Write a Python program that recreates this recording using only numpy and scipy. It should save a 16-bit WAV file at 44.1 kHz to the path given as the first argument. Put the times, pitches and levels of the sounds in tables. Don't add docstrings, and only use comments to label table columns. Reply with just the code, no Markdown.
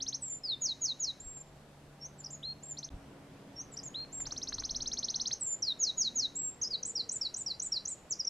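import sys
import numpy as np
from scipy import signal
from scipy.io import wavfile
from scipy.ndimage import uniform_filter1d

SR = 44100
rng = np.random.default_rng(int(sys.argv[2]) if len(sys.argv) > 2 else 0)


def generate_wav(sig):
    pcm = np.round(np.clip(np.atleast_2d(sig).T, -1, 1) * 32767).astype(np.int16)
    wavfile.write(sys.argv[1], SR, pcm)


N = 365588


def gain_of(db):
    return 10 ** (np.asarray(db) / 20)


def evened(x):
    return x / np.sqrt(np.mean(x ** 2) + 1e-20)


def read(points, hz):
    f, value = np.transpose(points)
    return np.interp(np.log(hz + 1), np.log(f + 1), value)


def add(mix, s, sound):
    part = mix[round(s * SR):][:len(sound)]
    part += sound[:len(part)]


def curves(rows):
    s, *columns = np.transpose(rows)
    t = np.arange(s[0], s[-1], 1 / SR)
    return [np.interp(t, s, column) for column in columns]


def wander(n, span):
    width = max(round(span * SR), 2)
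    smooth = uniform_filter1d(rng.standard_normal(n), width)
    return evened(uniform_filter1d(smooth, width))


# (f/Hz, relative level/dB per Hz)
AIR_COLOUR = [(25, -27.5), (140, -7), (300, -11.5), (700, -15), (1200, -21), (2500, -26), (8300, -34),
              (12700, -40.5), (13100, -42), (15500, -53.5)]
# (f/Hz, likeness, 1 = the same)
EAR_LIKENESS = [(60, 1), (310, 0.94), (1550, 0.55), (7900, 0.056)]
# (t/s, relative level/dB)
TRAFFIC_LEVEL = [(0, -59), (2.88, -59), (2.92, -55.5), (4.64, -55), (5.601, -56.5), (8.29, -58)]


def background():
    frames, hz = N // 256 + 5, np.fft.rfftfreq(1024, 1 / SR)
    a, b, c, d, patches = rng.standard_normal((frames, 513, 5)).T
    patches = uniform_filter1d(uniform_filter1d(patches, 10, 0), 12, 1)
    patches_db = 0.75 * evened(patches)

    likeness = np.clip(read(EAR_LIKENESS, hz), -1, 1)[:, None]
    left = a + 1j * b
    right = likeness * left + np.sqrt(1 - likeness ** 2) * (c + 1j * d)

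    s, db = np.transpose(TRAFFIC_LEVEL)
    quiet_db = db.min()
    lift_db = np.interp(np.arange(frames) * 256 / SR, s, db - quiet_db)
    lift_share = 1 / (1 + (hz[:, None] / 3000) ** 2)

    colour = gain_of(read(AIR_COLOUR, hz))
    middle = (hz > 300) & (hz < 1500)
    colour /= np.sqrt(np.sum(colour[middle] ** 2))
    level = colour[:, None] * gain_of(quiet_db + lift_share * lift_db + patches_db)
    spectra = np.array([left, right]) * level
    return 0.85 * signal.istft(spectra, nperseg=1024, noverlap=768)[1][:, :N]


# (t/s, shaft f/Hz before wavering, second-order level/dB, fourth-order level/dB)
ENGINE_RUN = [(0, 66.8, -64.5, -61.5), (.5, 67.65, -63, -68.5), (1.1, 69.14, -66, -68.5),
              (1.45, 72.1, -61.5, -76.5), (2.88, 73, -58, -69.5), (2.91, 68.9, -67.5, -63),
              (4, 70, -63, -62.5), (4.5, 68.2, -66.5, -62.5), (5.3, 55.3, -71, -61.5)]
# (t/s, f/Hz, level/dB)
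FAINT_GLIDES = [
    [(6.04, 226.5, -60), (6.33, 283, -63), (6.42, 283, -63)],
    [(6.55, 486.4, -71), (6.9, 473.6, -66.5), (7.2, 457, -69)],
]


def hum():
    out = np.zeros(N)
    hz, second_db, fourth_db = curves(ENGINE_RUN)
    wavering_hz = hz * (1 + 0.0053 * wander(len(hz), 0.098))
    phase = 2 * np.pi * np.cumsum(wavering_hz) / SR
    orders = ((1, second_db - 12), (2, second_db), (4, fourth_db), (3, second_db - 11),
              (8, second_db - 16), (9, second_db - 14), (11, second_db - 16))
    for order, db in orders:
        level = gain_of(db + 0.75 * wander(len(hz), 0.026))
        add(out, 0, level * np.sin(order * phase))
    for rows in FAINT_GLIDES:
        hz, db = curves(rows)
        add(out, rows[0][0], gain_of(db) * np.sin(2 * np.pi * np.cumsum(hz) / SR))
    return np.sqrt(2) * out


# (t/s, level/dB)
STEADY_WIND = [(0, -70.5), (5.03, -66), (5.36, -70)]
# (peak t/s, peak level/dB, rise/dB per s, fall/dB per s)
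WIND_BUMPS = [(1.27, -53, 200, 160), (2.93, -48.5, 800, 131), (4.29, -50, 100, 130), (4.66, -51, 51, 35)]


def wind():
    t = np.arange(N) / SR
    db = np.interp(t, *np.transpose(STEADY_WIND))
    for s, peak_db, rise, fall in WIND_BUMPS:
        bump_db = peak_db - np.maximum(rise * (s - t), fall * (t - s))
        db = np.maximum(db, bump_db)
    low_band = signal.butter(2, [15, 80], "bandpass", fs=SR, output="sos")
    rumble = signal.sosfilt(low_band, rng.standard_normal(N))
    return evened(rumble) * gain_of(db + 2.1 * wander(N, 0.054))


# (t/s, peak level/dB before the mix, resonance f/Hz)
CLOSE_TICKS = [(4.047, -49, 2000), (4.2023, -41, 1580), (4.267, -42.5, 910), (4.3221, -41, 1200),
               (4.5215, -40, 1620), (4.5836, -40.5, 940), (4.622, -40.5, 1240), (4.7774, -53, 1095),
               (4.936, -45.5, 1852), (5.308, -39.5, 1958)]


def ticks():
    out, t = np.zeros(N), np.arange(800) / SR
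    for s, db, hz in CLOSE_TICKS:
        body = signal.iirpeak(hz, 1.2, SR)
        burst = rng.standard_normal(len(t)) * gain_of(-60 * t / 0.024)
        ring = signal.lfilter(*body, signal.lfilter(*body, burst))
        add(out, s, gain_of(db) * ring / abs(ring).max())
    return out


# (f/Hz, level/dB)
SONG_PATH = [(2700, -13.5), (3600, -6), (4200, -2.5), (4450, -6), (4700, -16), (4950, -3.5), (5200, -6),
             (5550, 2.5), (6350, 0.5), (6750, -4.5), (7150, 0), (7450, -7.5), (7900, -3), (8300, -12.5),
             (8900, -4.5), (13000, 8.5), (14500, -9)]


def coloured(x, share):
    hz = np.linspace(0, SR / 2, 513)
    path_filter = signal.firwin2(601, hz, gain_of(share * read(SONG_PATH, hz)), fs=SR)
    return signal.oaconvolve(x, path_filter, "same")


def trees(x, near_db, near_t60, far_db, far_t60, side_db):
    length = SR // 2
    at = np.arange(80, length - 20, 20) + rng.integers(0, 20, (2, (length - 81) // 20))
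    taps = np.zeros((2, length))
    np.put_along_axis(taps, at, rng.standard_normal(at.shape), 1)

    t, shape = np.arange(length) / SR, 0
    for db, t60 in ((near_db, near_t60), (far_db, far_t60)):
        evening = np.sqrt(t60 * SR / 20 / (6 * np.log(10)))
        shape = shape + gain_of(db - 60 * t / t60) / evening

    treble = signal.butter(2, 4700, "highpass", fs=SR)
    bright = signal.lfilter(*treble, coloured(x, share=.6))
    mid, side = signal.fftconvolve(bright[None], taps * shape, axes=1)[:, :N]
    return coloured(x, share=1) + mid + gain_of(side_db) * side * np.array([[1], [-1]])


NOTE_PITCH = { "trill": [(0, 2700), (.006, 3950), (.014, 4600), (.029, 6180), (.0384, 6620)],
              "high fall": [(0, 9250), (.0125, 8060), (.0244, 7750), (.0693, 7370), (.13, 7140),
              (.161, 7150)], "slope": [(0, 6300), (.01, 5600), (.022, 5120), (.06, 4260), (.088, 3820),
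              (.11, 3620)], "slide": [(0, 6880), (.02, 6780), (.047, 6150), (.0605, 5120), (.071, 4700),
              (.087, 4240), (.113, 3830), (.125, 3740)], "low slope": [(0, 5200), (.008, 5180),
              (.042, 4670), (.091, 3770), (.116, 3540)], "long flat": [(0, 6850), (.015, 7440), (.1, 7530),
              (.226, 7300)], "dip": [(0, 5760), (.022, 5440), (.045, 5600), (.068, 6520), (.072, 6560)],
              "hook": [(0, 7170), (.013, 7900), (.027, 7260), (.0424, 6980)], "rise": [(0, 4250),
              (.0145, 6030), (.019, 5980)], "fall": [(0, 5850), (.0095, 5020), (.02, 4830)],
              "arch": [(0, 5700), (.009, 7250), (.017, 7550), (.032, 7100), (.058, 6450)],
              "low flat": [(0, 2700), (.011, 3750), (.024, 4050), (.044, 4200), (.11, 4250)],
              "long arch": [(0, 5600), (.0075, 7000), (.021, 7500), (.049, 7520), (.077, 7420),
              (.112, 7030)], "high flat": [(0, 6600), (.016, 7640), (.0434, 7760), (.164, 7540)],
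              "wave": [(0, 5620), (.01, 6480), (.016, 6700), (.0294, 5080), (.0359, 4950), (.059, 5190),
              (.07, 5700)], "bow": [(0, 5000), (.02, 4780), (.048, 3950), (.056, 3800)], "nick": [(0, 6990),
              (.0065, 6150), (.0115, 5300)], "tent": [(0, 6000), (.0139, 7680), (.0244, 8380),
              (.0429, 7410), (.0513, 7170), (.0693, 6930)], "drop": [(0, 5300), (.004, 5650), (.0105, 5560),
              (.022, 5000), (.0344, 4720), (.057, 4010), (.068, 3950)], "plunge": [(0, 8450), (.017, 7000),
              (.0384, 5160), (.048, 4550)], "short drop": [(0, 6000), (.0185, 5470), (.0224, 5080),
              (.034, 4720)], "flick": [(0, 5260), (.008, 6100), (.013, 6260)], "faint flat": [(0, 4700),
              (.026, 4760)], "sag": [(0, 5800), (.011, 5550), (.0225, 5040)], }
NOTE_SWELL = {"trill": -7, "high fall": -7, "slope": 5, "slide": 0.5, "low slope": 6, "dip": 14, "hook": 5,
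              "rise": 4, "fall": -11, "arch": 5.5, "low flat": -5.5, "long arch": 5, "high flat": -2,
              "wave": -4, "bow": 3.5, "tent": -6, "plunge": -1.5, "short drop": 6, "nick": 16, "drop": 2.5,
              "sag": 11}
SOFT_NOTES = ("high fall", "plunge", "long arch", "hook", "high flat", "short drop", "slide", "dip")
ATTACK_S, START_DB = 0.0074, -11.5
SOFT_ATTACK_S, SOFT_START_DB = 0.015, -29.5
RELEASE_S, END_DB = 0.0067, -13
OVERTONE_DB = -52


def syllable(name, level_db, stretch=1, more_swell_db=0):
    hz, = curves(np.array(NOTE_PITCH[name]) * [stretch, 1])
    t = np.arange(len(hz)) / SR
    attack, start_db = (SOFT_ATTACK_S, SOFT_START_DB) if name in SOFT_NOTES else (ATTACK_S, START_DB)
    swell_db = (NOTE_SWELL.get(name, 0) + more_swell_db) * (t / t[-1] - .5)
    rise_db = start_db * np.clip(1 - t / attack, 0, 1)
    fade_db = END_DB * np.clip(1 - (t[-1] - t) / RELEASE_S, 0, 1)
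    db = level_db + swell_db + rise_db + fade_db

    hz = uniform_filter1d(hz, 120, mode="nearest") * (1 + .004 * rng.standard_normal())
    phase = 2 * np.pi * (np.cumsum(hz) / SR + rng.random())
    level = gain_of(db + 1.3 * wander(len(hz), .004))
    whistle = np.sin(phase) + gain_of(OVERTONE_DB) * np.sin(2 * phase)
    smooth_ends = signal.windows.tukey(len(hz), 220 / len(hz))
    return np.sqrt(2) * level * whistle * smooth_ends


SLOWING_S, OFFBEAT_EARLY_S = .00018, .0013
GROWTH_DB, LENGTHENING = 0.3464, 0.16
SETTLE_NOTES = 7.4
EARLY_SWELL_DB = 6.5


def trill(start, notes, period, level_db, stretch):
    k = np.arange(notes)
    times = start + period * k + SLOWING_S * k * (k - 1) / 2 - OFFBEAT_EARLY_S * (k % 2)
    fresh = np.exp(-k / SETTLE_NOTES)
    levels_db = level_db + GROWTH_DB * k
    stretches = stretch + LENGTHENING * (1 - fresh)
    rows = zip(times, levels_db, stretches, EARLY_SWELL_DB * fresh)
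    return [(t, syllable("trill", *note)) for t, *note in rows]


# (start t/s, number of notes, first period/s before the early shift,
# first level/dB before the path's colour, first length factor)
TRILL_RUNS = [(.001, 3, 0.061, -36, 1.01), (2.768, 3, 0.059, -40.5, 0.84), (4.252, 20, .0541, -38, 0.76)]
SONG_NOTES = { "low slope": [(.434, -30.5)], "high fall": [(0.2085, -37.5), (5.398, -33.5)],
              "slope": [(5.6205, -30)], "slide": [(0.607, -31), (0.805, -32), (0.9905, -33), (5.788, -29.5),
              (5.967, -29.5), (6.1455, -29.5)], "long flat": [(1.198, -43)], "dip": [(1.9995, -48.5),
              (3.552, -47)], "hook": [(2.174, -49.5), (3.71, -47.5)], "rise": [(2.236, -41), (3.764, -41)],
              "arch": [(2.302, -42.5), (3.83, -41.5)], "low flat": [(2.425, -39), (3.939, -37.5)],
              "long arch": [(2.6225, -41), (4.118, -37)], "high flat": [(6.347, -32)],
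              "wave": [(6.6135, -32.5)], "bow": [(6.705, -29)], "nick": [(6.8265, -29.5), (7.089, -29.5),
              (7.3395, -30), (7.5945, -29.5), (7.851, -29)], "drop": [(6.952, -30.5), (7.21, -32),
              (7.4605, -32), (7.7185, -30)], "plunge": [(8.095, -31.5)], "short drop": [(8.186, -30.5)],
              "flick": [(8.246, -34)], }
FOLLOWING_NOTES = {"rise": ("fall", .022, 1), "nick": ("tent", .022, -6), "flick": ("sag", .02, 2.8),
                   "drop": ("faint flat", .071, -7), "bow": ("faint flat", .064, -6)}
# (start t/s, end t/s)
DIP_TIMES = (2.8915, 2.902)


def wren():
    notes = [note for row in TRILL_RUNS for note in trill(*row)]
    for name, times in SONG_NOTES.items():
        notes += [(t, syllable(name, db)) for t, db in times]
    for name, (second, delay, rel_db) in FOLLOWING_NOTES.items():
        notes += [(t + delay, syllable(second, db + rel_db)) for t, db in SONG_NOTES[name]]
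    before, after = np.zeros(N), np.zeros(N)
    for t, sound in notes:
        add(before if t < DIP_TIMES[0] else after, t, sound)
    return before, after


def scene():
    t = np.arange(N) / SR
    outdoors = background() + hum() + wind() + ticks()
    before, after = (trees(x, near_db=-11.5, near_t60=0.13, far_db=-19.5, far_t60=0.48, side_db=-32)
                     for x in wren())
    open_before = np.clip((DIP_TIMES[0] - t) / .0003, 0, 1)
    open_after = np.clip((t - DIP_TIMES[1]) / .002, 0, 1)
    return before * open_before + after + outdoors * (0.055 + open_before + open_after)


def record(dry):
    low_pass = signal.firwin(511, 15720, window=("kaiser", 9), fs=SR)
    return signal.oaconvolve(dry, low_pass[None], "same")


dry = scene()
out = record(dry)
generate_wav(out)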